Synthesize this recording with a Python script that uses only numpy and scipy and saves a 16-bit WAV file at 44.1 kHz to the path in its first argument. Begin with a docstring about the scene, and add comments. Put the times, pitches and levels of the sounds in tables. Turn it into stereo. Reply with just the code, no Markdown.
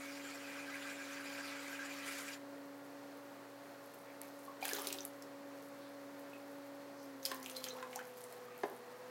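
"""An electric pottery wheel hums in a small studio while a wooden tool scrapes the foot of a wet pot.
The scraping stops, then hands are rinsed twice in a water bucket: spray, splats, bubbles, wet crackle.
The wheel eases down and a plastic tub is bumped, faintly and then with a clear hollow knock.
Hum is phase-summed tones; rub, grit and water are random impacts or noise through resonators;
bubbles and tub are decaying sines, and water and tub get a short room tail."""
import sys
import numpy as np
from scipy import signal
from scipy.fft import rfft, irfft, next_fast_len
from scipy.io import wavfile

SR = 44100
rng = np.random.default_rng(int(sys.argv[2]) if len(sys.argv) > 2 else 0)


def generate_wav(signal):
    """Clip the signal to [-1, 1] and save it as 16-bit WAV at the path in sys.argv[1]."""
    frames = np.transpose(np.atleast_2d(signal))
    scaled = np.clip(frames, -1, 1) * 32767
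    pcm = np.round(scaled).astype(np.int16)
    wavfile.write(sys.argv[1], SR, pcm)


N = 401301
T = np.arange(N) / SR

# motor speed, heard as the pitch of its hum: t/s, f/Hz
MOTOR_SPEED = [(0, 281.1), (2.3, 280.9), (2.8, 282), (7.0, 281.8), (7.3, 268), (7.55, 260), (7.85, 252),
               (8.3, 246.5), (8.8, 244), (9.1, 250)]


def undb(db):
    """Decibels to gain."""
    return 10 ** (np.asarray(db) / 20)


def unit(x):
    """Scale to rms 1."""
    return x / np.std(x)


def curve(rows, column=1):
    """One column of a table, joined by straight lines in time."""
    rows = np.array(rows)
    return np.interp(T, rows[:, 0], rows[:, column])


def walk(rate):
    """Smooth random drift with a spread near 1, taking a new value `rate` times a second."""
    knots = rng.standard_normal(2048)
    return 1.17 * np.interp(T * rate, np.arange(len(knots)), knots)


def hump(x, half_width):
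    """A smooth rise and fall around x = 0, down to 1/e at half_width."""
    return np.exp(-(x / half_width) ** 2)


def decay(t, t60):
    """Exponential decay, 60 dB down after t60 seconds."""
    return np.exp(-np.log(1000) * t / t60)


def band(x, hz, width):
    """A damped resonator, gain 1 at its centre."""
    hz = min(hz, .45 * SR)
    return signal.lfilter(*signal.iirpeak(hz, hz / min(width, SR / 3), fs=SR), x)


def butter(x, order, hz, kind="low"):
    """A smooth low-, high- or band-pass filter."""
    return signal.sosfilt(signal.butter(order, hz, kind, fs=SR, output="sos"), x)


def colour(x, points):
    """Shape a sound by a broad spectrum; rms 1."""
    hz, db = np.transpose(points)
    size = next_fast_len(N)
    freqs = np.maximum(np.arange(size // 2 + 1) * SR / size, 1)
    gain = undb(np.interp(np.log(freqs), np.log(hz), db))
    return unit(irfft(rfft(x, size) * gain, size)[:N])


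def clicks(rate, spread_db):
    """Random tiny impacts, most weak and a few strong; rms 1."""
    out = np.zeros(N)
    place, strength, side = rng.random((int(rate * N / SR), 3)).T
    lift_db = spread_db * np.minimum(-np.log(1 - strength), 5)
    out[(place * N).astype(int)] = np.sign(side - .5) * undb(lift_db)
    return unit(out)


def add(out, s, x, db):
    """Mix in a short sound at time s with its peak at db."""
    i = int(s * SR)
    out[i:i + len(x)] += (x * undb(db) / np.abs(x).max())[:N - i]


def turns():
    """How many turns the wheel has made, from the summed cycles of the hum."""
    hum_cycles_per_turn = 167
    return np.cumsum(curve(MOTOR_SPEED)) / SR / hum_cycles_per_turn


def studio(x, wet_db):
    """Shelves and walls return a short tail of decaying noise bands, the treble dying first."""
    # the studio's decay: f/Hz, t60/s
    room_decay = [(200, 0.37), (1000, 0.4), (4000, 0.17), (14000, 0.14)]
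    room_hz, room_t60 = np.transpose(room_decay)
    t, tail = T[:SR // 2], 0
    edges = np.geomspace(125, 16000, 8)
    for lo, hi in zip(edges, edges[1:]):
        octave = butter(rng.standard_normal(len(t)), 2, [lo, hi], "band")
        tail = tail + octave * decay(t, np.interp(np.sqrt(lo * hi), room_hz, room_t60))
    tail = tail * (t > .003)  # a gap ahead of the first reflections
    return x + undb(wet_db) * signal.fftconvolve(x, tail / np.linalg.norm(tail))[:N]


def drive(level_db=-56.5, sway_db=.5):
    """Bearings and belt rumble: noise rings the wheel's frame, its level swaying a little."""
    # bearing and belt noise with the studio air: f/Hz, relative level/dB per Hz
    drive_colour = [(25, -31), (70, -36), (100, -18), (150, -4.5), (260, -1), (320, -2), (390, 0.5),
                    (620, -0.5), (900, -0.5), (1800, -4.5), (3000, -14), (4600, -15.5), (10000, -22),
                    (15500, -21)]
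    # resonances of the wheel's frame: f/Hz, width/Hz, gain of the added ring/dB
    frame_modes = [(375, 28, -7), (498, 74, 0.5), (687, 26, -0.5), (802, 8.4, 1), (1082, 50, -7),
                   (1880, 50, -9), (4320, 330, -7.5)]
    rumble = colour(rng.standard_normal(N), drive_colour)
    rumble = rumble + sum(undb(db) * band(rumble, hz, width) for hz, width, db in frame_modes)
    return unit(rumble) * undb(level_db + sway_db * walk(9))


def motor(flutter=0.0016, shimmer_db=0.73, waver_db=.5):
    """The motor's hum and overtones follow its speed, swelling once a turn, over steady mains tones."""
    # the hum before the frame colours it, sagging while the wheel runs free:
    # t/s, fundamental rms level/dB, octave rms level/dB
    hum_levels = [(0, -53.5, -58.5), (2.2, -53.5, -58.5), (3.1, -56.5, -59.5), (4.07, -63.5, -61),
                  (4.22, -58.5, -59.5), (4.7, -56, -57.5), (7, -56, -56.5), (9.1, -57, -57.5)]
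    # how well the frame carries the hum at each pitch: f/Hz, gain/dB
    frame_carry = [(246, -14), (252, -7), (258, -1), (266.5, 1.5), (269.5, -7), (271, -5), (274.5, 3),
                   (281, 0), (490, 0), (500, 3), (520, 3.5), (526, -7), (535, 2), (550, -5), (561, 0)]
    # weak overtones of the hum: multiple of its pitch, mean rms level/dB
    overtone_levels = [(3, -76), (4, -76.5), (5, -75)]
    # steady tones of the supply and the frame: f/Hz, rms level/dB
    mains_tones = [(60, -104), (120, -75), (903, -72.5)]
    wobble_db, loudest_place = 0.86, 0.24  # place is a fraction of a turn

    pitch = curve(MOTOR_SPEED)
    phase = 2 * np.pi * np.cumsum(pitch * (1 + flutter * walk(14))) / SR
    wobble = wobble_db * np.cos(2 * np.pi * (turns() - loudest_place))
    carry_hz, carry_db = np.transpose(frame_carry)

    # at low speed the fundamental falls below the frame's resonance and stays faint
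    low_db = curve(hum_levels) + np.interp(pitch, carry_hz, carry_db)
    hum = undb(low_db + wobble + waver_db * walk(8)) * np.sin(phase)
    octave_db = curve(hum_levels, column=2) + np.interp(2 * pitch, carry_hz, carry_db)
    hum += undb(octave_db + wobble / 2 + shimmer_db * walk(16)) * np.sin(2 * phase)
    hum += sum(undb(db + 1.5 * walk(4.7)) * np.sin(k * phase) for k, db in overtone_levels)
    mains = sum(undb(db) * np.sin(2 * np.pi * hz * T) for hz, db in mains_tones)
    return np.sqrt(2) * (hum + mains)  # a sine's peak is sqrt(2) times its rms


def sleeves(quality=2.7):
    """Cloth slides in short soft swells of band-limited hiss."""
    # sleeves brushing as the arms move: t/s, rms level at the crest/dB, f/Hz, half length/s
    sleeve_strokes = [(2.99, -77, 5200, .05), (4.096, -62, 2100, .03), (4.234, -64, 2260, .03),
                      (5.854, -68, 3900, .06), (7.022, -67.5, 5270, .06), (8.13, -71, 2460, .06),
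                      (8.55, -65.5, 2360, .06)]
    out, t = np.zeros(N), T[:SR // 2]
    for s, db, hz, half_s in sleeve_strokes:
        hiss = rng.standard_normal(len(t))
        hiss = unit(band(band(hiss, hz, hz / quality), hz, hz / quality))
        start = int((s - t.mean()) * SR)
        out[start:start + len(t)] += undb(db) * hiss * hump(t - t.mean(), half_s)
    return out


def fingers(patchy_db=3.5, rest_db=-78.5):
    """Films of wet clay part in tiny bright crackles, in several bands, over a faint resting level."""
    # wet fingers rubbing slip off each other: t/s, level at the crest/dB, half length/s
    finger_rubs = [(3.894, -64.5, 0.089), (4.27, -64, 0.091), (4.442, -66.5, 0.052), (5.63, -71, 0.11),
                   (6.488, -68.5, 0.091), (7.1, -73, 0.21), (7.634, -62, .07), (8.093, -70, 0.066),
                   (8.267, -64.5, 0.17), (8.682, -67, .12)]
    films_hz = np.geomspace(2500, 14000, 7)
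    snaps = sum(band(clicks(260, spread_db=4.6), hz, hz / 3) for hz in films_hz)
    wet_colour = [(100, -40), (1500, -7), (4000, -3.5), (8000, -3), (13000, 2.5), (15500, -0.5)]
    crackle = colour(snaps, wet_colour)
    rubbing = sum(undb(db) * hump(T - s, half_s) for s, db, half_s in finger_rubs)
    return crackle * np.maximum(rubbing, undb(rest_db)) * undb(patchy_db * walk(45))


def ticks(hz=11000, width_hz=9400, t60=0.0073):
    """Single drops land near the microphone, each a very short, high snap of filtered noise."""
    # tiny drops ticking close by: t/s, peak level/dB
    tick_drops = [(4.2157, -32), (5.051, -29.5), (7.959, -30.5)]
    out, t = np.zeros(N), T[:SR // 32]
    for s, db in tick_drops:
        snap = rng.standard_normal(len(t)) * decay(t, t60)
        add(out, s, band(band(snap, hz, width_hz), hz, width_hz), db)
    return out


def bubbles(onset_cycles=1.1, wobble=0.028):
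    """Trapped air rings as a wobbling, decaying sine; most bubbles climb in pitch, a few sink."""
    # bubbles: t/s, peak level/dB, starting f/Hz, t60/s, glide/octaves per s (climbs one octave at most)
    air_bubbles = [(4.479, -44, 1053, 0.066, 4), (4.6255, -34.5, 744, 0.031, -4),
                   (4.711, -39, 1730, .09, -2), (4.728, -37, 392, 0.086, 5), (4.745, -42, 1443, .05, 7),
                   (4.787, -42.5, 1194, .06, 4), (4.87, -43.5, 390, 0.21, -1),
                   (6.334, -48, 2595, .033, 0.5), (7.316, -37.5, 1040, .043, -6),
                   (7.567, -36, 4270, .025, -5), (7.706, -41.5, 3830, .04, 12), (7.722, -50, 395, .4, 16),
                   (7.752, -49.5, 825, 0.27, 23.5), (7.825, -42, 987, 0.075, 6),
                   (7.958, -41.5, 695, .08, 31.5), (7.990, -44, 1428, .09, 17.5),
                   (8.483, -47.5, 1200, .032, 6)]
    out, t = np.zeros(N), T[:SR // 5]
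    for s, db, hz, t60, rise in air_bubbles:
        pitch = hz * 2 ** np.minimum(rise * t, 1) * (1 + wobble * walk(300)[:len(t)])
        phase = 2 * np.pi * np.cumsum(pitch) / SR
        swell = 1 - np.exp(-(t * hz / onset_cycles) ** 2)
        add(out, s, np.sin(phase) * swell * decay(t, t60), db)
    return out


def stirring(attack_s=0.031, fall_db_per_s=101):
    """Strength of the spray: each sweep of the hands rises quickly, holds and dies away."""
    # hands sweeping through the water: t at full strength/s, spray level/dB, hold/s
    swishes = [(4.632, -48, 0.14), (4.841, -48, .045), (7.249, -55, 0.063), (7.46, -59.5, .06),
               (7.56, -54.5, .005), (7.639, -56, 0.057), (7.91, -61.5, .03)]
    sweeps = []
    for s, db, hold in swishes:
        rise = np.clip(1 + (T - s) / attack_s, 0, 1)
        sweeps.append(rise * undb(db - fall_db_per_s * np.maximum(T - s - hold, 0)))
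    return np.max(sweeps, axis=0)


def spray(patchy_db=3, crackle_db=-8, quality=9):
    """Stirred water: droplets of many sizes ping for a few cycles over a fine crackle."""
    # colour of the spray: f/Hz, relative level/dB per Hz
    water_colour = [(40, -70), (120, -45), (250, -20), (700, 2), (2000, 0), (4000, 0.5), (6500, 0),
                    (8500, -5), (15500, -0.5)]
    sizes_hz = np.geomspace(700, 15000, 22)
    pings = sum(band(clicks(110, spread_db=4.5), hz, hz / quality) for hz in sizes_hz)
    drops = unit(pings) + undb(crackle_db) * clicks(1500, spread_db=2.0)
    return colour(drops, water_colour) * stirring() * undb(patchy_db * walk(90))


def splats(snap_db=3, snap_s=0.00079):
    """Each slap of water is a sharp snap and a short burst in one band, with a bright spatter."""
    # slaps and drops: t/s, body peak level/dB, body f/Hz, body resonator width/Hz, spatter peak level/dB
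    water_slaps = [(4.625, -37, 2400, 550, -48), (4.653, -29.5, 2200, 2000, -26),
                   (4.69, -38, 2200, 800, -42), (4.734, -25, 6300, 6000, -38),
                   (4.795, -37, 6050, 4000, -48), (4.845, -40, 4000, 6000, -40),
                   (4.871, -29, 4200, 6000, -27), (4.904, -35.5, 2600, 1300, -46),
                   (4.927, -26.5, 5900, 8000, -34), (4.986, -35.5, 3950, 2500, -49),
                   (5.006, -36, 6000, 1600, -49), (5.052, -32.5, 10900, 5000, -47),
                   (5.223, -43.5, 5600, 2000, -46), (7.2527, -24, 5160, 1900, -24),
                   (7.26, -28, 4000, 5000, -27), (7.316, -31, 1890, 2200, -35.5),
                   (7.346, -37, 12000, 7000, -45), (7.428, -38.5, 6170, 2600, -42),
                   (7.461, -33.5, 2920, 900, -35.5), (7.498, -39, 2980, 4000, -37),
                   (7.566, -39, 4530, 3500, -33.5), (7.641, -31.5, 4040, 4000, -30),
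                   (7.686, -34, 5900, 2200, -46), (7.827, -37, 1800, 3000, -52),
                   (7.93, -41.5, 2380, 1600, -50), (7.959, -33.5, 6150, 1800, -36),
                   (7.991, -40.5, 2250, 1600, -49), (8.24, -39, 9000, 3600, -54),
                   (8.325, -47, 10000, 8000, -45)]
    t60_at_4k, shortening = 0.021, 0.64  # s, and the power of pitch that shortens it
    spatter_hz, spatter_width_hz, spatter_t60 = 9800, 13600, 0.036
    out, t = np.zeros(N), T[:SR // 8]

    def burst(hz, width, t60):
        """A snap and its dying hiss, passed twice through one resonator."""
        envelope = decay(t, t60) + undb(snap_db) * np.exp(-t / snap_s)
        x = rng.standard_normal(len(t)) * envelope
        return band(band(x, hz, width), hz, width)

    for s, db, hz, width, spatter_db in water_slaps:
        size = 4000 / hz  # lower pitch, larger slap
        add(out, s, burst(hz, width, t60_at_4k * size ** shortening), db)
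        add(out, s, burst(spatter_hz, spatter_width_hz, spatter_t60), spatter_db)
    return out


def knocks(rattle_db=2, rattle_s=0.01, low_hz=230):
    """A blow rings and rattles the tub's modes; a softer contact dulls the upper ones."""
    # blows on the plastic tub: t/s, peak level/dB, low-pass of the contact f/Hz (lower is softer)
    tub_blows = [(7.3135, -37.5, 6000), (8.634, -25.5, 1080)]
    # the tub's modes ahead of the contact filter: f/Hz, relative level/dB, t60/s
    tub_modes = [(248, -12, 0.11), (330, -6, 0.049), (404, 0, 0.062), (496, -14, 0.048), (571, -9.5, 0.13),
                 (698, -3, 0.063), (818, -3.5, 0.064), (885, -7, 0.049), (1025, -5.5, 0.045),
                 (1540, -14, .04), (1680, -4, 0.026), (2120, -10, 0.042), (2980, -12, .025),
                 (4500, -21, .02), (6160, -7, 0.029)]
    out, t = np.zeros(N), T[:SR // 3]
    for s, db, soft_hz in tub_blows:
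        ring = 0
        for k, (hz, mode_db, t60) in enumerate(tub_modes):
            # neighbouring modes swing in opposite directions
            ring = ring + (-1) ** k * undb(mode_db) * np.sin(2 * np.pi * hz * t) * decay(t, t60)
        rattle = butter(rng.standard_normal(len(t)), 1, 2500)
        blow = butter(ring + undb(rattle_db) * rattle * np.exp(-t / rattle_s), 1, soft_hz)
        # a small tub radiates no deep bass
        add(out, s, butter(blow, 4, low_hz, "high"), db)
    return out


def scrape(catch_db=0.85, grit_db=-2, shift_db=4.0, patch_db=3.5, ring_db=-2.0):
    """Clay grains slip under the tool and ring it; the contact shifts, so its modes swell in turn."""
    # the tool leans in slowly, digs deeper, then lifts off:
    # t/s, rub level before lumps and catches/dB, grit relative to rub before grit_db and lumps/dB
    tool_pressure = [(0, -53.3, -9), (.5, -53, -13.5), (1.25, -51, -15), (2.04, -50.5, -16),
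                     (2.07, -49.3, -3), (2.23, -49.5, -4), (2.34, -51, -10), (2.37, -57.5, -15),
                     (2.42, -85, -13)]
    # high spots on the pot's foot that meet the tool on every turn:
    # place/turns, lift/dB, half width/turns
    foot_lumps = [(.04, 0.5, 0.063), (.27, 2.5, 0.13), (.52, 3.5, 0.07), (.86, 2, 0.12)]
    # broad colour of the rub: f/Hz, relative level/dB per Hz
    clay_colour = [(300, -43), (700, -12), (1200, -2), (1900, -1), (2700, -3), (3800, -7.5), (6000, -9.5),
                   (9000, -14.5), (15500, -21)]
    # resonances of the tool: f/Hz, width/Hz, mean gain within the ring/dB
    tool_modes = [(1344, 36, -4), (1600, 130, -2), (2000, 42, -3.5), (2245, 140, -7.5), (2410, 43, 1.5),
                  (4700, 200, -9), (7140, 200, -2.5)]
    grit_colour = [(1000, -20), (3000, 8.5), (6000, 6.5), (11500, 6.5), (15500, -3.0)]

    angle = turns()
    lumps = sum(db * hump((angle - place + .5) % 1 - .5, half) for place, db, half in foot_lumps)
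    pressure = undb(curve(tool_pressure) + lumps + catch_db * walk(70))
    pressure = pressure * (T < tool_pressure[-1][0])

    # wetter and drier patches of clay favour different pitches
    patches = 0
    for hz in np.geomspace(600, 15000, 30):
        grains = band(clicks(2500, spread_db=2), hz, hz / 14)
        patches = patches + grains * undb(patch_db * walk(39.79))
    rub = colour(patches, clay_colour)
    ring = sum(band(rub, hz, width) * undb(db + shift_db * walk(20)) for hz, width, db in tool_modes)
    grit = colour(clicks(3200, spread_db=3.5), grit_colour)
    # the lumps lift the grit only half as much as the rub
    grit_gain = undb(curve(tool_pressure, column=2) - lumps / 2 + grit_db)
    return pressure * (unit(rub + undb(ring_db) * unit(ring)) + grit_gain * grit)


def scene():
    """Wheel, tool, sleeves and ticks dry; water and tub with a room tail; left and right alike."""
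    washing = spray() + fingers() + splats() + bubbles()
    close = drive() + motor() + sleeves() + ticks() + scrape()
    mono = close + studio(washing, wet_db=-6.5) + studio(knocks(), wet_db=-8.5)
    return np.array([mono, mono])


def record(dry, top_hz=15900):
    """The recorder cuts the top with a steep low-pass."""
    return signal.sosfilt(signal.ellip(10, .2, 70, top_hz, fs=SR, output="sos"), dry)


dry = scene()
out = record(dry)
generate_wav(out)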